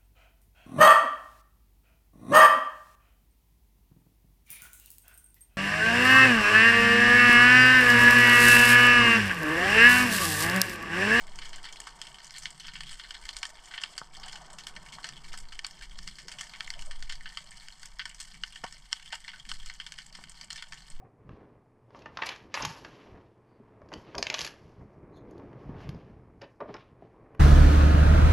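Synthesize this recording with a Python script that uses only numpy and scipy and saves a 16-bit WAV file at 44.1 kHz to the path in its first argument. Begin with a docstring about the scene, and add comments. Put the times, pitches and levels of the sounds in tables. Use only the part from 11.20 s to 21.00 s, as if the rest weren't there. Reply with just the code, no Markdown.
"""A rocky seabed alive with snapping shrimp, heard through the case of a diver's underwater camera.
Each snap is a collapsing bubble: a sharp pulse, scattered by the rocks, that rings the case.
Random snaps and a faint sizzle fill in the reef behind the loud, near shrimp.
As the diver glides, water hums and rumbles on the case, gear rubs and knocks, and bubbles gurgle."""
import sys
import numpy as np
from scipy import signal
from scipy.fft import rfft, irfft
from scipy.io import wavfile
from scipy.ndimage import uniform_filter1d

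SR = 44100
rng = np.random.default_rng(int(sys.argv[2]) if len(sys.argv) > 2 else 0)


def inscribe(sig):
    """Save sig as 16-bit PCM at rate SR to the path in sys.argv[1].

    A 1-D sig is mono; a 2-D sig holds one channel per row.
    Samples are clipped to [-1, 1] before scaling.
    """
    pcm = np.round(np.clip(np.atleast_2d(sig).T, -1, 1) * 32767)
    wavfile.write(sys.argv[1], SR, pcm.astype(np.int16))


N = 432180  # length in samples

SIZE = 4096  # length of every short sound, in samples
HZ = np.fft.rfftfreq(SIZE, 1 / SR) + 1  # its frequencies, raised 1 Hz to keep logarithms finite
AGE = np.arange(SIZE) / SR  # seconds since it began

# how strongly the reef's random crackle comes through: t/s, level/dB
REEF_LEVEL = [(0, -56), (1.35, -54.5), (1.6, -53.5), (2.1, -53.5), (2.42, -57), (2.6, -56), (3.4, -57),
              (4.0, -58.5), (4.25, -59), (4.7, -58.5), (5.25, -56), (6.5, -58), (7.6, -58), (8.3, -57.5),
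              (9.3, -58.5), (9.8, -60)]
# strokes that push the camera through the water: middle t/s, length/s, rumble level/dB, sway level/dB
STROKES = [(.2, 1, -58, -39), (1.7, 0.26, -55, -44.5), (3.05, 0.43, -52, -49), (3.596, 0.33, -58, -61),
           (4.225, 0.68, -47, -39), (4.794, 0.48, -44.5, -45), (5.768, 0.83, -49, -32.5),
           (6.78, 0.25, -49.5, -64), (8.393, 0.41, -49.5, -39), (9.769, 0.17, -55, -32.5)]


def amp(db):
    """Decibels to gain."""
    return 10 ** (np.asarray(db) / 20)


def evened(x):
    """Scales to rms 1."""
    return x / np.sqrt(np.mean(x ** 2) + 1e-20)


def level(rows):
    """A level curve in dB as a gain for every sample."""
    s, db = np.transpose(rows)
    return amp(np.interp(np.arange(N) / SR, s, db))


def colour(points):
    """A few spectrum points as a gain for every frequency in HZ."""
    hz, db = np.transpose(points)
    return amp(np.interp(np.log(HZ), np.log(hz), db))


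def noise(gain):
    """Steady noise of the given colour, at rms 1."""
    spectrum = rfft(rng.standard_normal(N))
    return evened(irfft(spectrum * np.interp(np.fft.rfftfreq(N, 1 / SR), HZ, gain), N))


def flutter(per_s, depth_db):
    """A gain that wanders between random values, per_s of them a second."""
    knots = rng.standard_normal(N // 100)
    wander = np.interp(np.arange(N) / SR * per_s, np.arange(len(knots)), knots)
    return amp(depth_db * wander)


def arch(s, length_s):
    """A smooth swell and fade around a time."""
    return np.cos(np.pi * np.clip((np.arange(N) / SR - s) / length_s, -.5, .5)) ** 2


def add(mix, s, sound):
    """Mixes a sound in at a time."""
    part = mix[max(round(s * SR), 0):][:len(sound)]
    part += sound[:len(part)]


def ring(x, gain):
    """Passes a short sound through a causal, minimum-phase filter: sharp start, ringing after."""
    cepstrum = irfft(np.log(np.maximum(gain / gain.max(), 1e-5)))
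    fold = 1 + np.sign(SIZE / 2 - np.arange(SIZE))  # moves the response wholly after the start
    return irfft(rfft(x) * np.exp(rfft(cepstrum * fold) - cepstrum[0]))


def housing(uneven_db=0):
    """What the case lets through; sound from any one direction rings its resonances unevenly."""
    # resonances of the case: f/Hz, width/Hz, level/dB
    resonances = [(640, 40, -16), (747.5, 40, -6), (925, 55.6, -2), (1121, 85, -4.5), (1299, 64, -5),
                  (1524, 83, 0), (1800, 94, 1.5), (2082, 117, -1.5), (2253, 99, -3.5), (2990, 260, -2),
                  (3227, 210, -2), (3630, 310, -11.5), (4263, 155, -3.5), (4586, 180, -3.5),
                  (5000, 160, -4.5), (5320, 350, -9), (6030, 810, -13), (7110, 230, -12.5),
                  (7835, 340, -12.5), (8525, 436, -14), (10670, 620, -25.5), (12700, 1200, -32.5)]
    hz, width, db = np.transpose(resonances)
    db = db + uneven_db * rng.standard_normal(len(db))
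    peaks = amp(db) / (1 + ((HZ[:, None] - hz) / width) ** 2)
    return np.sqrt(np.sum(peaks ** 2, axis=1))


def swishes(centre_hz=360):
    """Eddies brush the case: noise in a low band, with soft swells."""
    # swells of moving water: middle t/s, length/s, level/dB
    swells = [(0.248, 2.1, -68), (3.3, 6.4, -73.5), (5.063, 0.088, -63)]
    band = 1 / (1 + (2 * np.log2(HZ / centre_hz)) ** 4)
    return noise(band) * sum(amp(db) * arch(s, length_s) for s, length_s, db in swells)


def swings(swing_hz=10.3):
    """Each stroke sways the case: a slow pressure wave under the rumble."""
    wave = np.sin(2 * np.pi * (swing_hz * np.arange(N) / SR + rng.random()))
    return evened(wave) * sum(amp(db) * arch(s, length_s) for s, length_s, _, db in STROKES)


def swimming(glide_db=-54.5, waver_db=2.8):
    """Water flowing past makes the case hum in lumps; each stroke buffets it with a rumble."""
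    # strength of the hum as the flow changes: t/s, level/dB
    flow = [(0, -63.5), (.3, -62), (.6, -70.5), (1.25, -67.5), (1.48, -63), (1.68, -56), (1.8, -72.5),
            (2.2, -78.5), (2.7, -69), (3.1, -64), (3.7, -61), (4.0, -61), (4.3, -65), (4.55, -63),
            (4.8, -63), (5.6, -66), (6.1, -64.5), (6.5, -70), (7.0, -69), (7.17, -61), (7.3, -68),
            (7.58, -66.5), (7.75, -71.5), (8.35, -63.5), (8.5, -68.5), (9.0, -64), (9.35, -62.5),
            (9.8, -62.5)]
    # colour of the hum: f/Hz, level/dB
    hum_colour = [(60, -14), (105, -12), (146, 2), (188, -2), (260, -16.5), (400, -21), (700, -39),
                  (1500, -73)]
    # colour of the rumble: f/Hz, level/dB
    rumble_colour = [(8, 1.5), (22, -4.5), (38, -3), (48, -14), (62, -30.5), (110, -34.5), (300, -57),
                     (1000, -100)]
    hum = level(flow) * noise(colour(hum_colour)) * flutter(per_s=15, depth_db=waver_db)
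    glide = amp(glide_db) * flutter(per_s=8, depth_db=waver_db)
    push = glide + sum(amp(db) * arch(s, length_s) for s, length_s, db, _ in STROKES)
    return hum + push * noise(colour(rumble_colour)) + swishes() + swings()


def bubble(hz):
    """The very short note of one small bubble: a sine that swells, then rings down."""
    ring_s = .004
    return AGE * np.exp(-AGE / ring_s) * np.sin(2 * np.pi * hz * AGE) / hz


def blips(count=16):
    """Small bubbles of many sizes, born at random."""
    low_hz, high_hz, per_s = 610, 1300, 130
    out = np.zeros(N)
    for hz in np.geomspace(low_hz, high_hz, count):
        births = rng.uniform(-0.86, 1, N) * (rng.random(N) < per_s / count / SR)
        out += signal.oaconvolve(births, bubble(hz))[:N]
    return evened(out)


def gurgles(count=5):
    """A few bubbles of like size break loose one after another."""
    # flurries of bubbles: start t/s, rms level/dB, middle pitch f/Hz
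    flurries = [(2.97, -56, 770), (3.04, -55.5, 760), (3.131, -54.5, 865), (3.21, -58, 716),
                (5.554, -60, 640), (5.665, -60, 640)]
    flurry_s, spread_octaves = .03, .08
    out = np.zeros(N)
    for s, db, hz in flurries:
        flurry = np.zeros(SIZE)
        for k in range(count):
            birth_s = flurry_s * (k + rng.random()) / count
            add(flurry, birth_s, bubble(hz * 2 ** rng.normal(0, spread_octaves)))
        add(out, s, amp(db) * flurry / np.std(flurry[AGE < flurry_s]))
    return out


def bout(start_s, length_s):
    """A rub starts quickly, slackens as it goes on, then dies away."""
    attack_s, sag_db_per_s, release_s = 0.0038, 0.5, 1
    t = np.maximum(np.arange(N) / SR - start_s, 0)
    release = np.exp(-np.maximum(t - length_s, 0) / release_s)
    return np.minimum(t / attack_s, 1) * amp(-sag_db_per_s * t) * release


def rubbing(case, rest_db=-70.5, blips_db=-7.5):
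    """Gear rubs in bouts: a hush in the low resonances of the case, with small bubbles freed."""
    # bouts of rubbing as the diver shifts: start t/s, length/s, level/dB
    rubs = [(0, 0.72, -59.5), (1.885, 0.74, -61.5), (2.966, 0.22, -56.5), (3.484, 0.13, -65),
            (5.086, 0.31, -61), (8.9, 0.55, -69.5)]
    rub_hz, rub_octaves, low_db = 780, 0.81, -18.5
    case_band = case / (1 + (np.log2(HZ / rub_hz) / rub_octaves) ** 4)
    low_hush = amp(low_db) / (1 + (HZ / rub_hz) ** 4)
    texture = noise(case_band + low_hush) + amp(blips_db) * blips()
    power = amp(rest_db) ** 2 + sum((amp(db) * bout(s, length_s)) ** 2 for s, length_s, db in rubs)
    return np.sqrt(power) * flutter(per_s=18, depth_db=1.0) * texture


def gear(case, octaves=0.69):
    """Blunt knocks ring the low resonances of the case, with a brief rattle and a low thud."""
    # dull knocks: t/s, clack peak level/dB, centre f/Hz, thud level against the clack/dB
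    knocks = [(.671, -32, 1020, -25), (2.815, -28.5, 950, -12), (3.784, -32, 1070, -32),
              (4.138, -37.5, 1030, -10), (7.4376, -29.5, 1040, -12), (7.4418, -30.5, 716, -2),
              (7.927, -35, 690, -34), (8.988, -42.5, 880, -7)]
    # colour of the thud: f/Hz, level/dB
    thud_colour = [(40, -27), (135, 7.5), (200, 5.5), (270, -0.5), (350, 0.5), (480, 3.5), (700, 6),
                   (2000, -58)]
    rattle_db = -2
    out = np.zeros(N)
    for s, db, hz, low_db in knocks:
        clack = ring(paths(rattle_db), case / (1 + (np.log2(HZ / hz) / octaves) ** 4))
        thud = ring(AGE == 0, colour(thud_colour))
        add(out, s, amp(db) * (clack / abs(clack).max() + amp(low_db) * thud / abs(thud).max()))
    return out


def snap_colour(case, tilt_db, split_hz=5400, steepness=4):
    """A tiny bubble gives little bass; the tilt lifts or lowers the treble the case lets through."""
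    bass_limit_hz = 1230
    treble = (1 + np.tanh(np.log(HZ / split_hz) * steepness)) / 2
    return case * amp(tilt_db * treble) / np.sqrt(1 + (bass_limit_hz / HZ) ** 5)


def bubble_size(peak_db, usual_hz=12000, doubling_db=19):
    """A louder snap comes from a bigger bubble, whose slower collapse has less top."""
    cut_hz = usual_hz * 2 ** (-(peak_db + 34.0) / doubling_db)
    return 1 / np.sqrt(1 + (HZ / cut_hz) ** 4)


def paths(scatter_db, crevice_s=0.0011, cluster_db=5):
    """The direct pulse, a cluster from the shrimp's crevice, then echoes from rocks near and far."""
    early_s, late_s, echoes_per_s = .0044, .018, 2000
    late_db = 1.5 + 0.82 * scatter_db  # a hidden shrimp is heard more by way of far rocks
    cluster_s = crevice_s * amp(.55 * scatter_db)  # and its snap builds up more slowly

    def burst(taps, fade_s):
        """Random taps that build up, then fade."""
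        shape = np.exp(-AGE / fade_s) * (1 - np.exp(-AGE / cluster_s))
        return evened(taps * shape) / np.sqrt(SIZE)

    cluster, early, late = rng.standard_normal((3, SIZE))
    # sparse taps make separate echoes
    early, late = np.array([early, late]) * (rng.random((2, SIZE)) < echoes_per_s / SR)
    echoes = burst(early, early_s) + amp(late_db) * burst(late, late_s)
    # a shrimp out in the open gives both a cleaner pulse and weaker echoes
    crevice = amp(cluster_db + scatter_db / 2) * burst(cluster, cluster_s)
    return (AGE == 0) + crevice + amp(scatter_db) * echoes


def snap(size_gain, tilt_db, pop_hz, scatter_db, pop_db=5, octaves=0.31, crest_db=14):
    """One snap, peak about 1: its bubble sets the broad colour, direction and rocks ripple it."""
    direction_db = 2
    pop = amp(pop_db * np.exp(-(np.log2(HZ / pop_hz) / octaves) ** 2))
    arrivals = paths(scatter_db)
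    broad = np.sqrt(uniform_filter1d(abs(rfft(arrivals)) ** 2, size=210))
    # dividing by the broad spectrum keeps only the fine ripple of the echoes
    sound = ring(arrivals, snap_colour(housing(direction_db), tilt_db) * size_gain * pop / broad)
    body = np.std(sound[AGE < .012])
    return sound / body / amp(crest_db)


def colony(per_s, top_db, range_db, tilt_db, scatter_db, low_hz=2100, high_hz=9000, pop_db=9, count=24):
    """Shrimp in many crevices snap at random; the farther, the more of them and the fainter."""
    treble_db_per_octave = 5.5  # higher pops are brighter
    out = np.zeros(N)
    for pop_hz in np.geomspace(low_hz, high_hz, count):
        chance, place = rng.random((2, N))
        treble_db = tilt_db + treble_db_per_octave * np.log2(pop_hz / 4500)
        sound = snap(1, treble_db, pop_hz, scatter_db, pop_db=pop_db)
        for at in np.flatnonzero(chance < per_s / count / SR):
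            add(out, at / SR, amp(top_db - range_db * np.sqrt(place[at])) * sound)
    return out


def far_reef(case, sizzle_db=-7.5):
    """Tiny dry ticks of many pitches over a faint sizzle; both swell as the rocks open the view."""
    ticks = colony(per_s=230, top_db=17.5, range_db=17, tilt_db=1.5, scatter_db=-3, count=40)
    sizzle = noise(snap_colour(case, tilt_db=10.5)) * flutter(per_s=92, depth_db=4.5)
    bunching = flutter(per_s=25, depth_db=1.9)
    return level(REEF_LEVEL) * bunching * (ticks + amp(sizzle_db) * sizzle)


def neighbours():
    """Shrimp a little farther off give short, bright snaps at random, louder where the reef is busy."""
    snaps = colony(per_s=17, top_db=24.5, range_db=6.0, tilt_db=7.0, scatter_db=1,
                   low_hz=1590, high_hz=8000, pop_db=10.5, count=32)
    return level(REEF_LEVEL) * snaps


def near_shrimp():
    """The loud snaps, each with its own bubble size, brightness, pitch and echoes."""
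    # one row a snap: t/s, approximate peak level/dB, extra treble/dB, pop f/Hz, scatter off the rocks/dB
    near_snaps = [(0.188, -27.0, 4, 2570.0, -0.5), (0.2133, -29, -7, 2810.0, 26),
                  (0.255, -31, 7, 3360.0, 6), (0.33, -30, -5, 5750.0, 8), (0.441, -29.5, 3, 3360.0, 8),
                  (0.4537, -30, -7, 4000, 5), (0.6022, -27, 15, 8350, -5), (0.6685, -29.5, 5, 1500.0, 9),
                  (0.8156, -24.5, 12.5, 3070.0, -1), (0.869, -31.5, 4, 3210.0, 1),
                  (1.1078, -33, 5, 5030.0, -13), (1.183, -29.5, 35, 3210.0, -1),
                  (1.232, -31.5, 13, 5500.0, 7), (1.2562, -19.5, -1, 3220, -2), (1.442, -32, -6, 3100, 11),
                  (1.482, -28, -12, 4200.0, 4), (1.536, -33, 6, 2050.0, 1), (1.553, -26.5, -17, 2640, 10),
                  (1.6066, -24.5, -3, 8600.0, 0), (1.71, -31.5, 10, 8600.0, 7), (1.797, -28, -11, 3300, 2),
                  (1.836, -32, -19, 4020.0, 7), (1.9075, -25, 2, 3210.0, -2),
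                  (1.9418, -29.5, -3, 3840.0, 12), (2.0534, -30.5, 8, 2160, 1),
                  (2.0906, -21.5, 3.5, 4000, -4), (2.1668, -24.5, 11, 3700, -2),
                  (2.2302, -18, 4.5, 2570, -0.5), (2.2534, -23.5, 2, 8800, -4.5),
                  (2.5095, -32, -10.0, 8600.0, 9), (2.538, -25, -11, 8600.0, 4),
                  (2.5783, -21.5, -22, 2900, 1), (2.615, -29, 3, 6290.0, 6), (2.6365, -16.5, 3.5, 2740, 0),
                  (2.779, -21, 11, 4740, 0.5), (3.032, -28.0, -8, 4330, 7), (3.08, -29.5, 7, 3070.0, 7),
                  (3.1285, -29, 3, 4590.0, 3), (3.156, -28.5, 3, 2760, 3), (3.3856, -29.5, 8.5, 3120, 4),
                  (3.4685, -24.5, 11, 3200, 2.5), (3.5639, -27.5, 0, 2150.0, 0),
                  (3.7221, -31.5, 7, 3050, 11), (3.843, -22, 2, 1630, 1.5), (3.8894, -27, 5, 5500.0, -1.5),
                  (4.1307, -30.5, 6, 1500.0, 3), (4.174, -30, 14, 2570.0, 8), (4.322, -31, 2, 2660, 6.0),
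                  (4.3917, -23.0, 3, 2570.0, -7), (4.4464, -20, -1, 4530, -1.5),
                  (4.4663, -27.5, 13, 8140, -7), (4.6212, -31, 5, 3160, 12),
                  (4.789, -29.5, 2, 4590.0, -6.5), (4.875, -25, 7, 4170, 3), (4.9842, -31, 4.5, 2250, 11),
                  (5.0822, -27.5, 3, 5200, 3), (5.1157, -29, 10, 2820, 5.5), (5.1857, -27.5, 7, 2920, 5),
                  (5.2099, -22.5, 11, 2020, 1.5), (5.336, -30.5, -7, 2450.0, 6),
                  (5.4066, -20, -4, 2320, -5.5), (5.4773, -28.5, -26, 2240.0, -9),
                  (5.5036, -21, 8, 4800, -6), (5.5377, -29.5, -1, 3210.0, 1),
                  (5.6221, -31.5, 11, 3210.0, -2), (5.7103, -28, -4, 8600.0, 5), (5.8256, -28, 1, 3720, -3),
                  (5.8954, -24, -2, 3000, 8.5), (5.9237, -26.5, 4, 3400, -1), (6.0576, -26.5, -15, 1780, 4),
                  (6.1722, -21, 1, 3080, -1), (6.485, -31.5, 6, 1710, -15), (6.6308, -31.5, 6, 1510, -1),
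                  (6.6567, -33.5, 24, 3210.0, -3), (6.7942, -19.5, -10, 2670, 4),
                  (6.855, -23, 5, 1640, 0.5), (7.001, -25.5, 16.5, 4040, 6),
                  (7.2363, -17.5, -0.5, 2820, -6), (7.3584, -29.5, -1, 3230, 3.5),
                  (7.4407, -25.5, 4, 1800, -2), (7.525, -32.5, 9.0, 5800, -1),
                  (7.7289, -12.5, 9.5, 5200, -10.5), (7.925, -20.5, 1.5, 2680.0, 7),
                  (7.954, -30, 11, 2570.0, -2), (8.0795, -26, -6, 2840, 5.5),
                  (8.1329, -32.5, -23, 1480, 13.0), (8.288, -27, 6, 3600, 19),
                  (8.3159, -20.5, -2, 3100, -5), (8.336, -33, 12, 4020.0, 8),
                  (8.4602, -31.5, 12, 4200.0, 2), (8.4984, -26, -5, 2160, -1.5),
                  (8.6, -23.5, -3, 2700, 2.5), (8.665, -27, 4, 3300, 2), (8.7214, -28.5, 5, 6040, -4),
                  (8.7864, -27, 3.5, 2110, 1.5), (8.9512, -30.5, 0, 6010.0, 5),
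                  (9.0392, -33, 1, 2570.0, -5), (9.212, -29, 4, 5300, -1), (9.304, -23.5, 8, 3930, 3),
                  (9.3298, -29, 15, 5830, -6), (9.3585, -28, 8, 5500.0, 5), (9.3774, -30, -4, 3730, 6),
                  (9.424, -26.0, 3, 1500.0, -0.5), (9.5228, -27, 0, 1980, 3)]
    out = np.zeros(N)
    for s, db, treble_db, pop_hz, scatter_db in near_snaps:
        add(out, s, amp(db) * snap(bubble_size(db), treble_db, pop_hz, scatter_db))
    return out


def stereo(mono, lead_turns=0.19):
    """Nearly the same sound in both channels; they differ only in the highest treble."""
    # difference between left and right against their common sound: f/Hz, level/dB
    side_colour = [(500, -63), (2000, -95), (4000, -52.5), (9000, -38), (11000, -27), (12000, -9),
                   (16000, 7)]
    gain = np.interp(np.fft.rfftfreq(N, 1 / SR), HZ, colour(side_colour))
    side = irfft(rfft(mono) * gain * np.exp(2j * np.pi * lead_turns), N)
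    return np.array([mono + side, mono - side])


def scene():
    """The diver's own small noises, and shrimp far and near."""
    case = housing()
    diver = swimming() + rubbing(case) + gurgles() + gear(case)
    shrimp = far_reef(case) + neighbours() + near_shrimp()
    return stereo(diver + shrimp)


def record(dry):
    """The camera's band limit: a steep low-pass."""
    edge_hz = 15700
    low_pass = signal.firwin(511, edge_hz, window=("kaiser", 9), fs=SR)
    return signal.oaconvolve(dry, low_pass[None], "same")


dry = scene()
out = record(dry)
inscribe(out)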